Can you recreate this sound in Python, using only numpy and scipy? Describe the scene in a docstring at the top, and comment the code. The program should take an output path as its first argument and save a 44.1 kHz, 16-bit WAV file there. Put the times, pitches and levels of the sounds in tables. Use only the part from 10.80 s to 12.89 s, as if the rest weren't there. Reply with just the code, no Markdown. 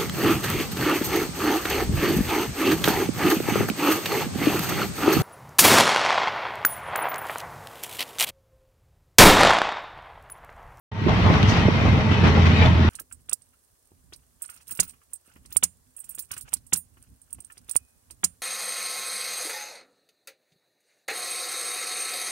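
"""Inside the open cabin of an auto-rickshaw on a rough street. The small engine thuds and drones (harmonics
of the firing rate) under the rumble and boom of the body (filtered noise). Loose panels and fittings chatter
all the time (noise through resonances) and shake harder at each bump, with a few knocks (decaying modes),
ticks (noise bursts), a scrape and short metal squeaks (narrow-band noise), and faint wavering whines.
The sound starts abruptly and swells to full level."""
import sys
import numpy as np
from scipy import signal
from scipy.fft import rfft, irfft, next_fast_len
from scipy.io import wavfile
from scipy.ndimage import uniform_filter1d, map_coordinates

SR = 44100
rng = np.random.default_rng(int(sys.argv[2]) if len(sys.argv) > 2 else 0)


def wav_record(signal):
    """Record a signal, one row per channel, as 16-bit PCM in the file named by sys.argv[1]."""
    frames = np.transpose(np.atleast_2d(signal))
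    bounded = np.clip(frames, -1, 1)
    # unit amplitude maps onto the largest positive 16-bit level
    quanta = np.round(bounded * 32767).astype(np.int16)
    wavfile.write(sys.argv[1], SR, quanta)


N = 92213


def amp(db):
    """Amplitude ratio: 20 dB is a factor of ten."""
    return 10 ** (np.asarray(db) / 20)


def unit(x):
    """Normalization of the effective value: scale to rms 1."""
    return x / np.sqrt(np.mean(x ** 2) + 1e-20)


def clock():
    """Uniform sampling: the time of every sample in seconds."""
    return np.arange(N) / SR


def along(points, hz):
    """Spectral interpolation: (Hz, value) points joined on a logarithmic frequency axis."""
    point_hz, values = np.transpose(points)
    return np.interp(np.log(hz + 1), np.log(point_hz + 1), values)


def curves(rows):
    """Envelope interpolation: one value per sample for each column after the time."""
    times, *columns = np.transpose(rows)
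    return [np.interp(clock(), times, column) for column in columns]


def wobble(rate):
    """Slow random modulation: a smooth curve through rate random knots per second."""
    return map_coordinates(rng.standard_normal(4096), [clock() * rate + 2], mode="wrap")


def filtered(x, response):
    """Linear filtering: the spectrum of x is multiplied by a response of frequency."""
    size = next_fast_len(N + SR // 2)
    spectrum = rfft(x, size) * response(np.fft.rfftfreq(size, 1 / SR))
    return irfft(spectrum, size)[..., :N]


def panned(x, side_db):
    """Interaural level difference: positive side_db favours the left ear."""
    return x * amp(np.array([[side_db], [-side_db]]) / 2)


def shaken(force, colour, modes=()):
    """Random excitation of a resonant body, partly correlated between the ears; the middle has rms 1."""
    # likeness of the two ears: frequency_hz, left_right_correlation
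    likeness = [(60, .93), (110, .9), (200, .76), (380, .68), (690, .55), (1280, -.12), (2360, .06),
                (4350, .03), (12000, .05)]
    # level difference of the two ears: frequency_hz, left_right_db
    ear_balance = [(60, -.7), (170, -0.8), (350, -0.5), (480, .5), (620, -2.5), (800, 1), (1200, 1),
                   (1600, 3.5), (2200, 4.5), (3300, 3), (4500, 1.5), (6000, 8), (9000, -2.5), (12500, 4.5)]

    def mid_side_response(hz):
        # equal and opposite angles of the ears whose difference has this cosine
        turn = np.arccos(np.clip(along(likeness, hz), -1, 1)) / 2
        lift_db = sum(db / (1 + (2 * (hz - mode_hz) / width_hz) ** 2) for mode_hz, width_hz, db in modes)
        return amp(along(colour, hz) + lift_db) * [np.cos(turn), np.sin(turn)]

    def ear_response(hz):
        return amp(along(ear_balance, hz) * np.array([[.5], [-.5]]))

    mid, side = filtered(force * rng.standard_normal((2, N)), mid_side_response)
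    pair = filtered(np.array([mid + side, mid - side]), ear_response)
    return pair / pair.mean(0).std()


def steadied(pair, span_s):
    """Envelope levelling: dividing by the local rms over about span_s leaves only the fast flutter."""
    width = max(int(span_s * SR), 2)
    power = uniform_filter1d(uniform_filter1d(pair.mean(0) ** 2, width), width)
    return pair / np.sqrt(np.abs(power) + .02)  # the floor limits the gain in quiet moments


def shifting(pair, depth_db):
    """Time-varying resonance: random narrow patches of gain, each lasting some tens of milliseconds."""
    spectra = signal.stft(pair, nperseg=1024)[2]
    patches = uniform_filter1d(rng.standard_normal(spectra.shape[1:]), size=2, axis=0)  # over frequency
    patches = uniform_filter1d(patches, size=6, axis=1)  # over time
    out = signal.istft(spectra * amp(depth_db * unit(patches)), nperseg=1024)[1][:, :N]
    return out / out.mean(0).std()


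def crank():
    """Phase is the integral of frequency: firings counted since the start, slightly uneven."""
    # mean firing rate of the engine: time_s, rate_hz
    firing_rate = [(.1, 46), (.5, 46), (.8, 44.5), (1.15, 43.3), (1.4, 42.6), (1.65, 42.2), (1.88, 42),
                   (2.09, 41.4)]
    waver = .004  # share of the rate
    hz, = curves(firing_rate)
    return np.cumsum(hz * (1 + waver * wobble(25))) / SR


def kicks(turns, decay, scatter_db):
    """Impulsive excitation: a push of random strength at each whole turn, decaying over a share of a turn."""
    sizes = amp(scatter_db * rng.standard_normal(4096))
    strength = sizes[turns.astype(int) % len(sizes)]
    return unit(strength * np.exp(-(turns % 1) / decay))


def exhaust(turns):
    """Harmonic series: sinusoids at multiples of the firing rate, each wavering in strength."""
    # level of the whole drone: time_s, level_db
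    drone_level = [(.12, -62), (.35, -38), (.9, -38), (1.1, -29.5), (1.36, -25.5), (1.43, -18), (1.6, -16),
                   (1.87, -16.5), (1.97, -18.5), (2.09, -15)]
    # relative mean strength of the harmonics: multiple_of_firing_rate, level_db
    orders = [(1, -29), (2, -3), (3, -14), (4, -18.5), (5, -20), (6, -26)]
    waver_db = 1
    level_db, = curves(drone_level)
    tone = np.zeros(N)
    for k, (_, db) in enumerate(orders, 1):
        strength = amp(db + waver_db * wobble(35))
        tone += strength * np.sin(2 * np.pi * (k * turns + rng.random()))
    return panned(amp(level_db) * unit(tone), side_db=-0.9)


def whines():
    """Frequency and amplitude modulation: thin, unsteady tones of the drive train."""
    # faint tones: mean_pitch_hz, level_db, left_right_db
    tones = [(425, -51, 0), (900, -44, -2)]
    pitch_waver, level_waver_db = 0.0151, 3.3  # share of the pitch, dB
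    out = np.zeros((2, N))
    for pitch_hz, level_db, side_db in tones:
        strength = amp(level_waver_db * wobble(30.7))
        cycles = np.cumsum(pitch_hz * (1 + pitch_waver * wobble(39.67))) / SR
        out += panned(amp(level_db) * unit(strength * np.sin(2 * np.pi * cycles)), side_db)
    return out


def body(turns):
    """Forced vibration: the road rumbles in the frame as swelling noise and the firings thud in the cabin."""
    # strength of the frame rumble: time_s, level_db
    rumble_level = [(.12, -32.5), (.25, -24), (.35, -21.5), (.48, -18), (.59, -20.5), (.68, -15.5),
                    (.76, -23), (.85, -18.5), (.94, -24), (1.08, -16), (1.19, -18.5), (1.23, -22.5),
                    (1.39, -21), (1.55, -25.5), (1.78, -21), (1.88, -16), (1.97, -24), (2.09, -28)]
    # strength of the cabin boom: time_s, level_db
    boom_level = [(0.12, -40.5), (0.256, -26), (0.486, -23.5), (0.514, -15), (0.574, -23), (0.898, -22.5),
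                  (0.914, -25), (1.162, -19.5), (1.212, -27.5), (1.326, -22), (1.342, -31.5),
                  (1.468, -17.5), (1.512, -23.5), (1.568, -20), (1.826, -22.5), (2.09, -21.5)]
    # spectrum of the rumble: frequency_hz, level_db
    rumble_colour = [(20, -50), (35, -43), (50, -49), (63, -5), (80, -6), (100, -0.5), (125, -7),
                     (170, -25.5), (400, -72.5)]
    # spectrum of the boom: frequency_hz, level_db
    boom_colour = [(60, -66), (110, -12), (135, 1.5), (185, 3), (240, -3), (310, -8.5), (380, -11.5),
                   (700, -65)]
    rumble_db, = curves(rumble_level)
    boom_db, = curves(boom_level)
    rumble = steadied(shaken(1, rumble_colour), span_s=0.085)
    thuds = 0.69 + kicks(turns, decay=0.37, scatter_db=6)
    boom = steadied(shaken(thuds, boom_colour), span_s=0.041)
    return amp(rumble_db) * rumble + amp(boom_db) * boom


def chatter(turns):
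    """Contact noise excites resonances: parts buzz with the engine and clatter, harder at each bump."""
    # chatter between the bumps: time_s, panels_db, fittings_db
    base_level = [(.12, -40.5, -49.5), (.2, -34.5, -41), (.27, -33.5, -37), (.29, -22.5, -33),
                  (.42, -24.5, -31), (.55, -26, -30), (.66, -25.5, -31), (.77, -21.5, -27), (.88, -26, -33),
                  (1.02, -24.5, -31.5), (1.25, -25.5, -34), (1.4, -24.5, -32), (1.52, -25, -31.5),
                  (1.63, -24.5, -31), (1.8, -24, -29), (1.88, -25.5, -33), (1.96, -27, -34),
                  (2.09, -27.5, -32)]
    # bumps, whose power adds to the base: start_s, length_s, panels_db, fittings_db
    bumps = [(0.278, 0.021, -22, -41), (0.441, 0.072, -20.5, -50), (.52, 0.057, -22.5, -36),
             (1.042, 0.041, -27, -54), (1.195, 0.02, -27, -37), (1.309, 0.035, -28, -32),
             (1.434, 0.052, -18.5, -28.5), (1.555, 0.022, -24.5, -38), (1.652, .022, -28, -30.5),
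             (1.809, 0.069, -21, -30.5), (2.073, .02, -26.5, -43)]
    # spectrum of the panels under their modes: frequency_hz, level_db
    panel_colour = [(200, 7), (340, -8.5), (420, -1.5), (500, -2.5), (630, -4.5), (900, -2.5), (1250, -7),
                    (1700, -22), (4000, -71.5)]
    # resonances of the panels: frequency_hz, width_hz, lift_db
    panel_modes = [(424, 44, 6.8), (630, 32, 8.1), (807, 36, 4.4), (912, 14, 3.6), (1086, 93, 5.8),
                   (1320, 32, 2.3), (1450, 35, 3.2)]
    # spectrum of the fittings under their modes: frequency_hz, level_db
    fitting_colour = [(600, -22), (1300, 3), (1650, 0), (2100, 0.5), (2800, -2), (3700, -5.5), (5000, -14),
                      (6000, -18), (7200, -31), (9000, -36), (11000, -48), (14500, -39)]
    # resonances of the fittings: frequency_hz, width_hz, lift_db
    fitting_modes = [(1904, 60, 5.9), (2062, 60, 5), (2400, 42, 2.5), (2540, 69, 4.3), (2800, 33, 2),
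                     (3100, 75, 3.5), (3600, 65, -0.5), (3780, 35, 3.5), (4400, 30, 2.1), (4650, 60, 2.4),
                     (4935, 80, 0), (5550, 63, 5.9), (6030, 49, 1.7), (7530, 150, 7.2)]
    attack_s, release_s = .006, .016  # of a bump
    contacts_per_s, rate_spread = 210, .6  # median contact rate, its log scatter
    patch_db = 2  # rms change of the ring from moment to moment

    t = clock()
    panel_power, fitting_power = amp(curves(base_level)) ** 2
    for start_s, length_s, panel_db, fitting_db in bumps:
        rise = np.clip((t - start_s) / attack_s, 0, 1)
        shape = rise * np.exp(-np.maximum(t - start_s - length_s, 0) / release_s)
        panel_power = panel_power + (amp(panel_db) * shape) ** 2
        fitting_power = fitting_power + (amp(fitting_db) * shape) ** 2

    contact_rate = contacts_per_s * np.exp(rate_spread * wobble(170))
    contacts = kicks(np.cumsum(contact_rate) / SR, decay=0.63, scatter_db=0.5)
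    firings = kicks(turns, decay=0.63, scatter_db=7.5)
    force = 1.6 + 0.76 * contacts + 0.11 * firings
    panels = shifting(shaken(force, panel_colour, panel_modes), patch_db)
    fittings = shifting(shaken(force, fitting_colour, fitting_modes), patch_db)
    return np.sqrt(panel_power) * panels + np.sqrt(fitting_power) * fittings


def knocks():
    """Modal decay: blows ring the chassis on the right; a steeper treble tilt weakens the upper modes."""
    # blows: start_s, peak_db, treble_tilt_db_per_octave
    blows = [(.265, -10, -12), (.392, -19, -6), (.881, -8, -3), (1.052, -16, -2), (1.314, -18, -12),
             (1.467, -15, -3), (1.569, -16, -8), (1.99, -17, 0)]
    # chassis modes before tilt and random scatter: frequency_hz, relative_level_db, decay_time_60_db_s
    chassis_modes = [(130, -7, .03), (255, 0, .028), (335, 1, .028), (440, -2, .02), (630, -1, .02),
                     (820, -7, .018)]
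    pivot_hz, attack_s = 300, 0.0054  # the tilt acts above the pivot
    out = np.zeros(N)
    for start_s, peak_db, tilt_db in blows:
        t = np.maximum(clock() - start_s, 0)
        ring = np.zeros(N)
        for hz, level_db, t60_s in chassis_modes:
            mode_db = level_db + tilt_db * max(np.log2(hz / pivot_hz), 0) + rng.normal(0, 1.2)
            ring += amp(mode_db - 60 * t / t60_s) * np.sin(2 * np.pi * (hz * t + rng.random()))
        ring = ring * (1 - np.exp(-t / attack_s))
        out += amp(peak_db) * ring / np.abs(ring).max()
    return panned(out, side_db=-7)


def ticks():
    """Impulsive contact: hard single touches of loose metal, as decaying noise, some duller than others."""
    # contacts: start_s, level_db, extra_left_right_db, treble_tilt_db_per_octave
    touches = [(.286, -24, 0, -6), (.293, -26, 3, -3), (.464, -22, 3, -6), (.54, -19, -3, -2.5),
               (.629, -19, -2, 0), (.774, -25, 4, -1), (.798, -26, 4, -2), (1.456, -24, 2, -2),
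               (1.473, -24, 1, -1), (1.668, -24, 4, -2), (1.859, -22, 1, -1)]
    # spectrum before the tilt: frequency_hz, level_db
    tick_colour = [(200, -15), (800, 0), (2500, 0), (4000, -5), (6000, -14), (9000, -33), (15000, -41)]
    pivot_hz, t60_s = 1500, .018  # the tilt acts above the pivot; time to fall by 60 dB
    t, out = clock(), np.zeros((2, N))
    for start_s, level_db, side_db, tilt_db in touches:
        force = amp(level_db - 60 * np.maximum(t - start_s, 0) / t60_s) * (t >= start_s)
        colour = [(hz, db + tilt_db * max(np.log2(hz / pivot_hz), 0)) for hz, db in tick_colour]
        force_rms = np.sqrt(np.mean(force ** 2))
        out += panned(shaken(force, colour) * force_rms, side_db)
    return out


def scrape():
    """Friction noise: one bright, rough scrape of metal that rises and fades exponentially."""
    # spectrum of the scrape: frequency_hz, level_db
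    scrape_colour = [(2000, -21), (3500, -6.5), (4600, 0), (6200, -1), (7200, -11), (9300, -26),
                     (11000, -32), (14000, -30)]
    peak_s, rise_s, fall_s, level_db = .696, 0.014, 0.032, -34.5
    t = clock() - peak_s
    shape = np.exp(np.minimum(t / rise_s, -t / fall_s))
    return amp(level_db) * shape * shifting(shaken(1, scrape_colour), depth_db=0.5)


def squeaks():
    """Narrow-band friction noise: short, rough rings where metal rubs on metal."""
    # rubs, each under a bell-shaped envelope: centre_s, length_s, pitch_hz, level_db, left_right_db
    rubs = [(.701, .008, 4350, -30, 0), (.737, .012, 4750, -36, 4), (1.11, .08, 2100, -35, 5),
            (1.33, .07, 1980, -37, 5), (1.795, .06, 3780, -36.5, 4), (1.78, .04, 2520, -34, 5),
            (1.832, .02, 2370, -28, 6), (1.862, .008, 3500, -27, -3), (1.863, .008, 4200, -32, -2)]
    width = .015  # share of the pitch
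    out = np.zeros((2, N))
    for centre_s, length_s, pitch_hz, level_db, side_db in rubs:
        def resonance(hz):
            return 1 / (1 + ((hz - pitch_hz) / (width * pitch_hz)) ** 2)

        ring = unit(filtered(rng.standard_normal((2, N)), resonance))
        shape = np.exp(-2 * ((clock() - centre_s) / length_s) ** 2)
        out += panned(amp(level_db) * shape * ring, side_db)
    return out


def scene():
    """Superposition: engine, body and loose parts add, all close by."""
    turns = crank()
    return exhaust(turns) + whines() + body(turns) + chatter(turns) + knocks() + ticks() + scrape() + squeaks()


def record(dry):
    """Band limitation: after a quick cut-in, the deepest bass and the highest treble are filtered out."""
    start_s, rise_s = 0.1145, 0.0037
    low_cut_hz, top_hz = 45, 15150
    gate = np.clip((clock() - start_s) / rise_s, 0, 1)
    high_pass = signal.butter(2, low_cut_hz, "highpass", fs=SR, output="sos")
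    thinned = signal.sosfilt(high_pass, dry * gate)
    return filtered(thinned, lambda hz: hz < top_hz)


dry = scene()
out = record(dry)
wav_record(out)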